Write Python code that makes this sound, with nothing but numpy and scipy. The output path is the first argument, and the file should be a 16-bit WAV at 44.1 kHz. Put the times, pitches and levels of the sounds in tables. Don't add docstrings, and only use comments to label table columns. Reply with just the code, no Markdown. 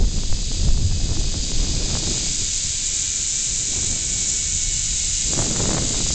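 import sys
import numpy as np
from scipy import signal
from scipy.fft import rfft, irfft, next_fast_len
from scipy.io import wavfile
from scipy.ndimage import uniform_filter1d, map_coordinates

SR = 44100
rng = np.random.default_rng(int(sys.argv[2]) if len(sys.argv) > 2 else 0)


def unload_audio(sound):
    columns = np.transpose(np.atleast_2d(sound))
    steps = np.round(np.clip(columns, -1, 1) * 32767)
    wavfile.write(sys.argv[1], SR, steps.astype(np.int16))


N = 270949


def amp(db):
    return 10 ** (np.asarray(db) / 20)


def unit(x):
    return x / np.sqrt(np.mean(x ** 2) + 1e-20)


def clock():
    return np.arange(N) / SR


def curves(rows):
    s, *columns = np.transpose(rows)
    return [np.interp(clock(), s, column) for column in columns]


def wobble(rate):
    knots = rng.standard_normal(N // 8)
    return map_coordinates(knots, [clock() * rate], mode="wrap")


def filtered(x, response):
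    m = next_fast_len(N + SR // 2)
    spectrum = rfft(x, m) * response(np.fft.rfftfreq(m, 1 / SR))
    return irfft(spectrum, m)[:N]


def coloured(x, spectrum):
    f, db = np.transpose(spectrum)
    return unit(filtered(x, lambda hz: amp(np.interp(np.log(hz + 1), np.log(f), db))))


def noise():
    return rng.standard_normal(N)


def steadied(x, seconds):
    power = np.abs(uniform_filter1d(x * x, int(seconds * SR) + 1))
    return x / np.sqrt(power + 0.014)


def strand_contact(strands, bite_db, uneven_db, scatter_db, chatter_db):
    bite = bite_db * np.cos(2 * np.pi * strands) + uneven_db * np.cos(np.pi * strands)
    sizes = rng.standard_normal(N // 8)[np.round(strands).astype(int)]
    return amp(bite + scatter_db * sizes + chatter_db * wobble(110))


def wheel_sizzle(force, sizzle_db):
    # frequency in Hz, relative density in dB per Hz.
    sizzle_spectrum = [(3000, -42), (5200, -9), (5650, -7.5), (6050, -3), (6450, -2), (6850, 1), (7350, 1),
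                       (7750, -6), (8000, -10), (8350, -15), (8700, -24.5), (9000, -40.5)]
    return amp(sizzle_db + 0.44 * wobble(13)) * coloured(force * noise(), sizzle_spectrum)


def grit(force, sizzle_db):
    # frequency in Hz, relative density in dB per Hz.
    grit_spectrum = [(4500, -40), (6200, -11), (7200, 5.5), (7800, 6.5), (8300, -1.5), (8700, -10.5),
                     (9000, -29)]
    hardest = np.minimum(force, 4) ** 2.5 * amp(1.5 * wobble(70))
    under_sizzle_db = -8.5
    return amp(sizzle_db + under_sizzle_db + wobble(16)) * coloured(hardest * noise(), grit_spectrum)


def cable_hiss(force, cable_db):
    # frequency in Hz, relative density in dB per Hz.
    cable_spectrum = [(1500, -42), (3500, -2.5), (4200, -2), (4700, 3.5), (5100, 3.5), (5400, -6.5),
                      (6500, 2), (9000, -36.5)]
    return amp(cable_db) * coloured(force ** .5 * noise(), cable_spectrum)


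def frame_ring(force, rolling_db):
    # frequency in Hz, relative density in dB per Hz.
    frame_spectrum = [(300, -16), (1150, -20), (1600, -13.5), (2000, -9.5), (2400, -5.5), (3050, -5.5),
                      (3500, -2.5), (4000, 1), (4600, -3), (6500, -33)]
    return amp(rolling_db - 1.55) * coloured(force ** 0.41 * noise(), frame_spectrum)


def plate_ring(rolling_db):
    # mode in Hz, width of a single pass in Hz, relative gain in dB.
    plate_modes = [(2930, 35, 2), (3330, 380, -8.5), (3863, 94, 1.5), (5117, 110, 1)]

    def response(f):
        total = 0
        for centre, width, db in plate_modes:
            damping = 1j * f * width
            total = total + amp(db) * (damping / (centre * centre - f * f + damping)) ** 2
        return total

    return amp(rolling_db - 9.5) * unit(filtered(noise(), response))


def trolley(strands):
    # start in seconds, rolling level in dB.
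    rolling_rows = [(0, -43.5), (.15, -40), (.62, -38), (.76, -41.5), (.97, -39.5), (1.45, -36),
                    (1.82, -35.5), (1.98, -33.5), (2.4, -32.5), (3.3, -33.5), (4.5, -33.5), (5.28, -32),
                    (5.6, -33.5), (6.14, -32.5)]
    # start in seconds, turn from 0 (facing along the cable) to 1 (furthest sideways).
    turn_rows = [(0, 0.055), (1.8, 0), (2.35, 0.51), (3.1, 0.81), (4.3, 1), (5.25, 0.7), (6.14, 0.53)]
    rolling_db, = curves(rolling_rows)
    turn, = curves(turn_rows)
    rolling_db = rolling_db + .3 * wobble(11)
    sizzle_over_db, sizzle_turn_db = 4, 6
    cable_over_db, cable_turn_db = 5.3, -12.5
    waver_per_s, waver_db = 7.7, -0.02
    sizzle_db = rolling_db + sizzle_over_db + sizzle_turn_db * turn + waver_db * wobble(waver_per_s)
    cable_db = rolling_db + cable_over_db + cable_turn_db * turn ** 2
    force = strand_contact(strands, bite_db=4.5, uneven_db=1.5, scatter_db=0.7, chatter_db=0.04)
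    wheels = wheel_sizzle(force, sizzle_db) + grit(force, sizzle_db)
    return wheels + cable_hiss(force, cable_db) + frame_ring(force, rolling_db) + plate_ring(rolling_db)


def whine(strands, waver_db, slip):
    # multiple of the strand rate, rms level at the loudest in dB,
    # loudest moment in seconds, time from there to 3 dB down in seconds.
    wheel_tones = [(1.25, -65, 2.7, 0.7), (1.25, -71, 4.64, .6), (1.751, -60.5, 2.8, 0.7), (2, -59, 7, 3.8),
                   (2.751, -53.5, 2.4, 0.61), (3, -49, 4.34, 0.8), (3, -55, 1.7, 1.4), (3, -54.5, 6, 0.35),
                   (4, -48, 5.1, 0.45)]
    out = np.zeros(N)
    for multiple, db, loudest, lasting in wheel_tones:
        swell = 1 / np.sqrt(1 + ((clock() - loudest) / lasting) ** 4)
        phase = 2 * np.pi * multiple * strands + slip * multiple * wobble(45)
        level = amp(db + waver_db * wobble(16))
        out += level * swell * np.sqrt(2) * np.sin(phase)
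    return out


def airflow():
    # start in seconds, strength in dB, excess of big slow eddies in dB.
    wind_rows = [(0, -35, 14.5), (1.0, -33.5, 12.5), (1.62, -32.5, 11), (1.75, -31, 7), (2.16, -32, 3),
                 (2.25, -36, 7), (2.55, -45.5, 14.5), (3.1, -44.5, 9), (3.65, -40, 6.5), (3.87, -35.5, 6),
                 (4.25, -40.5, 6), (4.7, -44, 17), (5.2, -43, 13), (5.38, -27.5, 0), (5.78, -26, -0.5),
                 (5.92, -29.5, 2), (6.14, -33, 11.5)]
    # middle in seconds, rise of buffet and rush in dB.
    gust_rows = [(.01, 10.5), (.17, 4.5), (.68, 8), (.92, 3.5), (1.19, 2), (1.84, 0), (2.09, 4.5),
                 (2.42, 8), (5.41, 2.5)]
    gust_s = 0.027
    strength_db, big_db = curves(wind_rows)
    strength_db = strength_db + 1.1 * wobble(14)
    gust_db = sum(db * np.exp(-((clock() - s) / gust_s) ** 2) for s, db in gust_rows)
    rush_db = strength_db + gust_db
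    buffet_db = rush_db + big_db
    tear_db = strength_db + .35 * gust_db - 8.5 - 0.34 * big_db
    return buffet_db, rush_db, tear_db


def separated(tear_db):
    separation_db = -50.5
    return 1 / (1 + amp(3.9 * (separation_db - tear_db)))


def wind(buffet_db, rush_db, tear_db):
    # frequency in Hz, relative density in dB per Hz.
    buffet_spectrum = [(5, -7.5), (15, -3), (28, 3), (48, -8.5), (70, -7.5), (90, -9), (125, -17),
                       (220, -29), (500, -71.5)]
    rush_spectrum = [(50, -24.5), (115, 3), (160, 1.5), (220, -2.5), (290, -5), (420, -11), (700, -20.5),
                     (1500, -49), (4000, -77.5)]
    tear_spectrum = [(150, -14), (300, 7), (520, 4), (800, -0.5), (1200, -5.5), (2000, -9), (3200, -36),
                     (7000, -42)]
    eddies = wobble(130)
    buffet = amp(buffet_db + 1.1 * wobble(18)) * steadied(coloured(noise(), buffet_spectrum), 0.12)
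    rush = amp(rush_db) * steadied(coloured(noise() * amp(0.88 * eddies), rush_spectrum), 0.12)
    spurts = amp(2.6 * eddies + 3.8 * wobble(420))
    torn = steadied(coloured(noise() * spurts, tear_spectrum), .05)
    tear = amp(tear_db) * separated(tear_db) * torn
    return buffet + rush + tear


def thumps():
    # start in seconds, peak of the envelope in dB, swing in Hz.
    heavy_gusts = [(0.01, -12.5, 38), (0.289, -9, 12), (0.684, -8, 18), (0.835, -14.5, 87), (0.92, -19, 86),
                   (1.172, -21, 44), (1.54, -13.5, 16), (1.82, -17, 21.6)]
    rise_s = 0.019
    out, t = np.zeros(N + SR), np.arange(SR // 2) / SR
    age = t / rise_s
    envelope = age * np.exp(1 - age)
    for s, db, hz in heavy_gusts:
        out[round(s * SR):][:len(t)] -= amp(db) * envelope * np.sin(2 * np.pi * hz * t)
    return out[:N]


def snaps(tear_db, build, edge, decay, gain_db):
    # start in seconds, kick in dB before the common gain.
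    hard_eddies = [(0.184, -31), (0.234, -28), (0.326, -24.5), (0.516, -30), (0.685, -28), (1.117, -29.5),
                   (1.169, -27), (1.341, -27), (1.517, -27), (1.952, -19.5), (1.97, -23), (2.024, -30.5),
                   (2.072, -30), (2.175, -30), (5.333, -21), (5.378, -21), (5.389, -18.5), (5.401, -22),
                   (5.422, -20), (5.561, -21.5), (5.603, -18), (5.655, -19.5), (5.705, -19), (5.768, -18),
                   (5.779, -20), (5.943, -23.5), (6.065, -27), (6.104, -24.5)]
    lesser_per_s, over_db, scatter_db = 28, 10, 2.5
    kicks, t = np.zeros(N), np.arange(SR // 20) / SR
    relax = np.exp(-np.abs(t - build) / decay)
    flip = np.tanh((t - build) / edge) * relax * np.minimum(t / build, 1)
    for s, db in hard_eddies:
        kicks[round(s * SR)] = amp(db)
    lesser = rng.random(N) < lesser_per_s / SR * separated(tear_db)
    kicks += lesser * amp(tear_db + over_db + scatter_db * noise())
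    return -amp(gain_db) * signal.fftconvolve(kicks, flip)[:N]


def scene():
    # start in seconds, strands per second in Hz.
    speed_rows = [(0, 885), (1, 853), (2, 822), (3, 793), (4, 760), (5, 727), (6.14, 692)]
    strands = np.cumsum(curves(speed_rows)[0]) / SR
    ride = trolley(strands) + whine(strands, waver_db=2.5, slip=0.18)
    buffet_db, rush_db, tear_db = airflow()
    air = wind(buffet_db, rush_db, tear_db) + thumps()
    air += snaps(tear_db, build=0.001575, edge=.0001, decay=0.00056, gain_db=5.5)
    return (ride + air)[None]


def record(dry):
    top_hz = 9080
    return filtered(dry[0], lambda hz: 1 / (1 + (hz / top_hz) ** 200))[None]


dry = scene()
out = record(dry)
unload_audio(out)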